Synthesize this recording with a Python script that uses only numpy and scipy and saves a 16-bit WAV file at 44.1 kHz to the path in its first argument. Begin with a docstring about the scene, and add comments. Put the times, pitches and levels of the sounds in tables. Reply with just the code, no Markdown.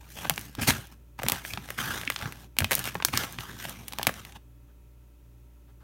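"""A motor, probably a refrigerator, hums in a small quiet room from start to end.
Almost at once, hands shift a plastic snack bag on a wooden table, close by, then pause near 1 s.
From 1.2 s they shift and turn it again: the film hisses as it slides, its creases snap through,
and its air-filled walls flutter and puff. After about 4.4 s the hands rest, and a fingertip
brushes the film faintly three times."""
import sys
import numpy as np
from scipy import signal
from scipy.fft import rfft, irfft, next_fast_len
from scipy.io import wavfile
from scipy.ndimage import uniform_filter1d

SR = 44100
rng = np.random.default_rng(int(sys.argv[2]) if len(sys.argv) > 2 else 0)


def wav_record(signal):
    """Record a signal, one row per channel, as 16-bit PCM in the file named by sys.argv[1]."""
    frames = np.transpose(np.atleast_2d(signal))
    bounded = np.clip(frames, -1, 1)
    # unit amplitude maps onto the largest positive 16-bit level
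    quanta = np.round(bounded * 32767).astype(np.int16)
    wavfile.write(sys.argv[1], SR, quanta)


N = 257103
TIME = np.arange(N) / SR
FIRM_ATTACK_S, GENTLE_ATTACK_S = .011, .05  # a firm touch takes hold quickly, a gentle one creeps in
# the dull sound of rubbed plastic film: f/Hz, level/dB
RUB_SPECTRUM = [(150, -18.5), (300, -10), (500, -4), (850, 0.5), (1200, -0.5), (1650, 0.5), (2300, -13.5),
                (3300, -8), (4600, -16), (9000, -31), (16000, -36.5)]


def amp(db):
    """Turns decibels into a factor to multiply by."""
    return 10 ** (np.asarray(db) / 20)


def unit(x):
    """Scales x to an average size (rms) of 1."""
    return x / np.sqrt(np.mean(x ** 2) + 1e-20)


def look_up(points, hz):
    """Reads between a table's rows, on a log-frequency axis."""
    f, value = np.transpose(points)
    return np.interp(np.log(hz + 1), np.log(f + 1), value)


def add(mix, start_s, sound):
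    """Mixes a sound in at the given time."""
    part = mix[max(round(start_s * SR), 0):][:len(sound)]
    part += sound[:len(part)]


def colour(x, spectrum):
    """Shapes the lows and highs of x by a table; the result has rms 1."""
    size = next_fast_len(len(x))
    gain = amp(look_up(spectrum, np.fft.rfftfreq(size, 1 / SR)))
    return unit(irfft(rfft(x, size) * gain, size)[:len(x)])


def causal(gain):
    """Makes a filter with this gain that starts sharply and rings afterwards."""
    log_gain = np.log(np.maximum(np.r_[gain, gain[-2:0:-1]], 1e-5))
    return np.exp(np.conj(signal.hilbert(log_gain)))[:len(gain)]


def wander(per_s):
    """A random curve of rms 1 that heads for a new value per_s times a second."""
    return unit(np.interp(TIME * per_s, np.arange(N), rng.standard_normal(N)))


def motor_hum(air_db=-63, waver_db=-.43):
    """Tones from the motor and the mains power beat slowly over a faint hiss."""
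    # the hum's tones: f/Hz, level/dB
    tones = [(58.8, -53), (117.6, -63), (120, -65), (176.4, -78), (235.2, -78.5), (283, -75.5),
             (294, -72.5), (352.8, -79), (411.6, -78.5), (470.4, -85), (565, -80.5), (588, -80),
             (940.8, -84), (1319, -86), (1352, -87), (2470, -89), (2588, -88)]
    # the room's hiss: f/Hz, level/dB
    air_spectrum = [(20, -21), (36, 3.5), (70, 2), (140, 3.5), (200, -2.5), (350, -4), (520, -15),
                    (950, -15.5), (1700, -20.5), (3000, -21.5), (4800, -27.5), (6300, -24), (8000, -27),
                    (14500, -21.5)]
    hum = np.zeros(N)
    for hz, db in tones:
        gain = amp(db + waver_db * wander(per_s=4))
        hum += gain * np.sin(2 * np.pi * (hz * TIME + rng.random()))
    return np.sqrt(2) * hum + amp(air_db) * colour(rng.standard_normal(N), air_spectrum)


def room(x, tail_db=-17, onset_s=.0036, size=22050):
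    """The small room adds a few quick echoes and a short, weak tail."""
    # how long the room rings: f/Hz, time to fall 60 dB/s
    ring_times = [(150, 0.19), (1000, 0.26), (4000, 0.25), (15000, .24)]
    # echoes from the table and things nearby: delay/s, level/dB
    echoes = [(.0024, -22.5), (.0073, -26.5), (.0087, -31.5), (0.0175, -36.5)]
    hz, t, bands = signal.stft(rng.standard_normal(size), SR, nperseg=256)
    decay = amp(-60 * t / look_up(ring_times, hz)[:, None]) * (1 - np.exp(-t / onset_s))
    tail = signal.istft(bands * decay, SR, nperseg=256)[1]
    response = amp(tail_db) * tail / np.linalg.norm(tail)
    for delay, db in echoes:
        add(response, delay, amp(db) * np.array([.25, .5, .25]))  # echoes come back duller
    return x + signal.fftconvolve(x, response)[:N]


def brushes():
    """A resting fingertip barely moves on the film."""
    # faint strokes: t/s, length/s, level/dB
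    strokes = [(4.66, 0.078, -71), (5.66, .07, -66.5), (5.786, 0.074, -63.5)]
    out = np.zeros(N)
    for start, length, db in strokes:
        swell = np.hanning(int(length * SR))
        add(out, start, amp(db) * swell * colour(rng.standard_normal(N), RUB_SPECTRUM)[:len(swell)])
    return out


def contact(release_s=.025, waver_db=1.5):
    """How strongly the fingers graze the film, unevenly, while they move the bag."""
    # times when the hands move: start/s, end/s, level/dB
    grips = [(0, .83, -61), (1.178, 2.45, -54), (2.575, 4.33, -56)]
    held = np.zeros(N)
    for start, end, db in grips:
        rise = np.clip((TIME - start) / FIRM_ATTACK_S, 0, 1)
        held += rise * amp(db - 20 * np.maximum(TIME - end, 0) / release_s)
    return held * amp(waver_db * wander(per_s=25))


def slide_force(length, release_s, db, tail_s=.4, sag_db_per_s=12):
    """The force of one slide builds, sags a little, then lets go."""
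    t = np.arange(int((length + tail_s) * SR)) / SR
    attack_s = np.interp(db, [-58, -38], [GENTLE_ATTACK_S, FIRM_ATTACK_S])
    sag_db = sag_db_per_s * (np.minimum(t, length) - length / 2)
    release_db = 20 * np.maximum(t - length, 0) / release_s
    return np.minimum(t / min(attack_s, length), 1) * amp(db - sag_db - release_db)


def handling(contact_fizz_db=-3, wall_db=-26, wall_waver_db=2):
    """Strength of rub, fizz and wall flutter over time: slides add to the light contact."""
    # slides under the fingers: t/s, length/s, time to fall 20 dB/s, level/dB, relative fizz/dB
    slides = [(.075, .08, .05, -63, 12.5), (.152, .118, .08, -43.5, -3), (.335, .12, .12, -52.5, 1),
              (.555, .03, .03, -48, -7), (.583, .016, .03, -34.5, -19), (.607, .02, .05, -34, 2.5),
              (.64, .028, .03, -44, -5), (.669, .019, .028, -13, -5.5), (.691, .01, .035, -21.5, -6),
              (.71, .05, .12, -40, -4.5), (.908, .02, .022, -57, -1), (1.23, .08, .1, -46, -3),
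              (1.315, .025, .12, -37.5, -7), (1.425, .085, .06, -58, 14.5), (1.77, .016, .05, -35, -11),
              (1.772, .21, .13, -37, -5.5), (2.085, .06, .1, -57, 8), (2.17, .1, .11, -43.5, -11),
              (2.705, .025, .05, -33.5, -1.5), (2.757, .03, .15, -37.5, -5.5),
              (2.84, .045, .045, -37.5, -3.5), (3.122, .115, .05, -33.5, -5.5),
              (3.255, .088, .07, -48.5, -4), (3.372, .068, .09, -48.5, -3), (3.465, .029, .12, -45.5, -6),
              (3.578, .134, .065, -44, -2), (3.785, .025, .04, -52, -6), (3.98, .035, .06, -45.5, -7),
              (4.066, .022, .04, -38.5, -10), (4.13, .07, .07, -49.5, -4), (4.343, .022, .015, -46.5, -7)]
    rub_power = contact() ** 2
    fizz_power = rub_power * amp(contact_fizz_db) ** 2
    for start, length, release_s, db, fizz_db in slides:
        force = slide_force(length, release_s, db)
        add(rub_power, start, force ** 2)
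        add(fizz_power, start, (amp(fizz_db) * force) ** 2)
    rub = np.sqrt(rub_power)
    wall = amp(wall_db + wall_waver_db * wander(per_s=30)) * np.sqrt(rub)  # follows the rubbing
    return rub, np.sqrt(fizz_power), wall


def puff(hz, decay_s, size=4096):
    """The air in the bag gives a low push that takes a moment to build and dies quickly."""
    t = np.arange(size) / SR
    return np.sin(2 * np.pi * hz * t) * np.exp(-t / decay_s) * (1 - np.exp(-2 * hz * t))


def flutter(wall, push_db=-1, shake_db=-11.5, shake_s=.017, max_swing_db=-30):
    """The bag's slack wall trembles and pumps air; pressed harder, it flops over and shakes."""
    # the wall's low rumble: f/Hz, level/dB
    wall_spectrum = [(20, -38), (45, -17.5), (75, -0.5), (110, 0), (160, -1.5), (230, -4), (330, -11.5),
                     (500, -22.5), (1200, -51.5)]
    # flops of the wall: t/s, level/dB, f/Hz, decay/s
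    flops = [(.25, -31, 230, .012), (.31, -26, 160, .012), (.385, -33, 170, .01), (.5827, -21.5, 270, .008),
             (.61, -22, 100, .013), (.618, -24, 230, .01), (.681, -9.5, 135.3, .0069),
             (.6859, -12, 260, .006), (.78, -33, 120, .016), (1.19, -33, 150, .01), (1.24, -29, 130, .016),
             (1.26, -28, 220, .012), (1.322, -29, 170, .012), (1.535, -32, 100, .025),
             (1.575, -28, 190, .008), (2.226, -26, 99, .014), (2.252, -25, 150, .012),
             (2.588, -26, 250, .009), (2.613, -16.5, 92, .019), (2.63, -26, 210, .012),
             (2.956, -26, 170, .014), (3.08, -30, 140, .016), (3.132, -28, 105, .012),
             (3.14, -26, 230, .012), (3.385, -32, 115, .01), (3.535, -36, 130, .012),
             (4.0706, -21, 170, .007)]
    waves = signal.hilbert(colour(rng.standard_normal(N), wall_spectrum), next_fast_len(N))[:N]
    # even out the rumble so that its swing follows the hands
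    steady = waves.real / np.sqrt(uniform_filter1d(abs(waves) ** 2, size=900))
    swing, pushes = wall.copy(), np.zeros(N)
    t = np.arange(4096) / SR
    for start, db, hz, decay_s in flops:
        add(pushes, start, amp(db + push_db) * puff(hz, decay_s))
        add(swing, start, amp(db + shake_db) * np.exp(-t / shake_s) * (1 - np.exp(-2 * hz * t)))
    return pushes + np.minimum(swing, amp(max_swing_db)) * unit(steady)


def hollow_ring(x):
    """The hollow bag rings on faintly after whatever shakes it."""
    # notes of the air-filled bag: f/Hz, width/Hz, level/dB
    notes = [(271, 35, -6.5), (820, 10, -8.5), (1634, 12, -12.5), (2250, 34, -12.5)]
    return x + sum(amp(db) * signal.lfilter(*signal.iirpeak(hz, hz / width, fs=SR), x)
                   for hz, width, db in notes)


def glance(x, delay_s=.0005, drift=.45, echo_db=-13):
    """Sound bounces off the table; the path changes as the bag moves, so the tone shifts."""
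    delay = delay_s * np.exp(drift * wander(per_s=7))
    return x + amp(echo_db) * np.interp(TIME - delay, TIME, x)


def slips(per_s, spread_db):
    """The film sticks and slips in tiny clicks, mostly small and a few large."""
    place, sign, chance = rng.spawn(1)[0].random((int(per_s * N / SR), 3)).T
    size = amp(spread_db * np.minimum(-np.log(1 - chance), 4))
    return np.bincount((place * N).astype(int), size * np.sign(sign - .5), N)


def flex(x, patchy_db=3):
    """As the film bends, the pitches it favours drift."""
    bands = signal.stft(x, nperseg=512, noverlap=384)[2]
    patches = uniform_filter1d(rng.standard_normal(bands.shape), size=5, axis=0)  # smooth over pitch
    patches = unit(uniform_filter1d(patches, size=16, axis=1))  # and over time
    return unit(signal.istft(bands * amp(patchy_db * patches), nperseg=512, noverlap=384)[1][:N])


def sliding(rub, fizz, rub_db=-2, rasp_db=-2, fizz_db=-1.8, judder_db=2.45, swipe_db=-17):
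    """Countless slips blur into a hiss; hard swipes rasp more than they rub, and the grip judders."""
    # the film's rough rasp: f/Hz, level/dB
    rasp_spectrum = [(700, -26), (1400, -5.5), (1800, -2), (2300, 0), (3200, -2), (4800, -10.5),
                     (6000, -5.5), (8000, -17.5), (16000, -29.5)]
    # its fine, high fizz: f/Hz, level/dB
    fizz_spectrum = [(1500, -22.5), (4000, -2), (6400, 1.5), (8000, -1), (9400, 4), (10500, -3),
                     (12000, 4.5), (15700, -2), (17000, -13)]
    judder = amp(judder_db * wander(per_s=290))
    capped_rub = rub / (1 + rub / amp(swipe_db))
    body = flex(colour(slips(per_s=5000, spread_db=2.5), RUB_SPECTRUM)) * capped_rub
    rasp = flex(colour(slips(per_s=4100, spread_db=1.5), rasp_spectrum)) * np.sqrt(rub * fizz)
    hiss = flex(colour(slips(per_s=12000, spread_db=3), fizz_spectrum), patchy_db=2.5) * fizz
    return glance(judder * (amp(rub_db) * body + amp(rasp_db) * rasp + amp(fizz_db) * hiss))


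def crease(hz, upper_hz, upper_db, crack_db, q, flip_s=.0006, crack_hz=5000, ring_s=.0041, ring_db=-15):
    """A patch of film flips: a burst at two broad pitches (purer with higher q), then a short ring."""
    size = 2048
    t, f = np.arange(size) / SR, np.fft.rfftfreq(size, 1 / SR) + 1
    fade = np.exp(-t / flip_s) + amp(ring_db) * np.exp(-t / ring_s)
    burst = rfft(rng.standard_normal(size) * fade)
    burst /= np.sqrt(uniform_filter1d(abs(burst) ** 2, size=36))  # the flip drives all pitches alike
    lower, upper = (1 / (1 + (q * (f / peak - peak / f)) ** 2) for peak in (hz, upper_hz))
    crack = amp(crack_db) * f ** 2 / (f ** 2 + crack_hz ** 2)
    gain = np.sqrt(lower ** 2 + (amp(upper_db) * upper) ** 2 + crack ** 2)
    return irfft(burst * causal(gain))[:size // 2]


def crackle(motion, gain_db, per_s, low_hz, high_hz, spread_db, max_motion_db=-42, pitches=14):
    """Small wrinkles give way while the film moves, each ticking at its own pitch."""
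    out = np.zeros(N)
    for hz in np.geomspace(low_hz, high_hz, pitches):
        clicks = slips(per_s / pitches, spread_db) * np.minimum(motion, amp(max_motion_db))
        tick = crease(hz, upper_hz=hz, upper_db=-7, crack_db=-30.5, q=2.37)
        out += signal.oaconvolve(clicks, tick)[:N]
    return amp(gain_db) * out


def snaps(puff_db=-43.5, puff_hz=260):
    """Big creases snap through, each shaking the bag's air a little."""
    # snapping creases: t/s, level/dB, lower pitch/Hz, relative upper pitch level/dB, relative crack/dB
    creases = [(.248, 3.5, 1115, -8.5, -33), (.2526, 7.5, 740, -8, -30), (.2972, 13, 710, .5, -4),
               (.306, 9, 860, -6.5, -30), (.3386, -13, 1400, 1.5, -10), (.36, -15, 2000, 4, -8),
               (.3784, 3, 660, 3, -13), (.3933, -14, 452, -1, 3), (.4125, -16, 800, 0, 4.5),
               (.5513, -7, 1000, -2, -9.5), (.8708, -25, 700, -4, 1), (1.1899, 4.5, 900, -11.5, -27),
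               (1.1969, 0, 800, -2, -32), (1.2197, 4, 710, -10, -25), (1.2332, -1, 520, 5.5, -4.5),
               (1.2378, 9.5, 580, -12, -30), (1.2643, 4.5, 750, -2, -20.5), (1.2852, 7.5, 900, 2.5, .5),
               (1.2981, 8, 980, -4, -6), (1.3203, 8.5, 690, -.5, -2), (1.4503, -2.5, 600, 5.5, -17),
               (1.5358, .5, 980, 2.5, -15), (1.5743, 6, 980, -5, -43), (1.6883, -3.5, 620, -1.5, -18),
               (1.704, 1.5, 520, 2.5, -9), (1.7874, 13, 1490, -30, -38), (2.014, -15, 700, 14, 1),
               (2.0337, -5.5, 630, 5.5, -21), (2.051, -10, 2200, -3, -22), (2.0755, 14, 2350, -30, -44),
               (2.1012, 4, 500, 10, -5.5), (2.1215, -4.5, 1250, -2, -23), (2.1613, 2.5, 1350, 1.5, -38),
               (2.189, -7, 1480, -2, -20), (2.2237, -7, 540, 10, -12.5), (2.257, -1, 530, 6, -27),
               (2.3235, -14, 530, 12, -1), (2.5671, -5, 700, -2, -16), (2.5871, 5, 820, 10.5, 4.5),
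               (2.6045, 6.5, 560, 3.5, -9.5), (2.6211, 6, 640, -1, -34), (2.644, 9.5, 790, 2.5, -13),
               (2.7102, 4, 480, 8.5, -5), (2.7169, 12.5, 560, .5, -8.5), (2.7235, 7.5, 547, 2, -9),
               (2.7315, 6, 800, 1.5, -5), (2.7523, -4, 4000, 12, 9), (2.781, -15, 3400, 6, -2),
               (2.7925, -10, 600, 5, 10.5), (2.8412, -7.5, 950, 5.5, .5), (2.855, -2.5, 790, 2.5, -5),
               (2.8745, 4, 580, -1, -13), (2.9452, -11, 759, -7.5, -4.5), (2.9533, 12.5, 690, -7.5, -32),
               (3.0008, -3.5, 510, 8.5, -30), (3.0241, 6.5, 990, -1.5, -28), (3.0492, 13, 1480, 1, -1.5),
               (3.0846, 2, 590, 2.5, -11), (3.1373, 9.5, 1100, -6, -29), (3.1743, 9.5, 1400, 2, -8),
               (3.2357, 1, 950, -.5, -16), (3.3249, -18, 520, 2, 5.5), (3.3864, 1, 920, 2, -32),
               (3.4069, -6, 950, 1, -11), (3.6525, 3.5, 780, -2, -22), (3.695, -10.5, 750, -5, 3),
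               (3.8822, -8, 760, 3, 2.5), (3.9237, -7.5, 1000, 1.5, -8.5), (3.9342, -1.5, 830, -1.5, -11),
               (3.986, 6.5, 900, -4, -12), (3.9957, 10.5, 670, -12, -32), (4.0142, 2.5, 980, -8, -27.5),
               (4.03, 2, 900, 4, -4.5), (4.05, -5.5, 1040, -3.5, -19), (4.0694, 17, 670, 0, -8.5),
               (4.074, 7.5, 760, -2, -12.5), (4.0926, 10, 530, -1, -24), (4.1403, -8.5, 2000, -7, -16),
               (4.2504, -18, 720, 11, -.5), (4.3225, -15, 2400, -9, -20)]
    out = np.zeros(N)
    for start, db, hz, upper_db, crack_db in creases:
        flip_s = np.interp(crack_db, [-25, 3], [.0017, .0004])  # a sharper crack is a quicker flip
        upper_hz = hz * np.interp(crack_db, [-27, -8], [2.5, 3.5])
        q = np.interp(upper_db, [-28, -10], [2.4, 1.15])  # one pitch alone rings more purely
        add(out, start, amp(db) * crease(hz, upper_hz, upper_db, crack_db, q, flip_s))
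        add(out, start, amp(db + puff_db) * puff(puff_hz * 2 ** rng.uniform(-.5, .46), decay_s=.006))
    return out


def scene():
    """The bag in the room, over the hum."""
    rub, fizz, wall = handling()
    wrinkles = crackle(rub, gain_db=21.5, per_s=82, low_hz=1190, high_hz=4530, spread_db=1.2)
    ticks = crackle(fizz, gain_db=20, per_s=90, low_hz=5500, high_hz=14500, spread_db=1.3)
    film = snaps() + sliding(rub, fizz) + wrinkles + ticks + brushes()
    bag = hollow_ring(film) + flutter(wall)
    return (room(bag) + motor_hum())[None]


def record(dry, cutoff_hz=16100):
    """Clips any peak beyond full scale, then removes the highest treble."""
    low_pass = signal.firwin(161, cutoff_hz, window=("kaiser", 8), fs=SR)
    return signal.oaconvolve(np.clip(dry, -1, 1), low_pass[None], "same")


dry = scene()
out = record(dry)
wav_record(out)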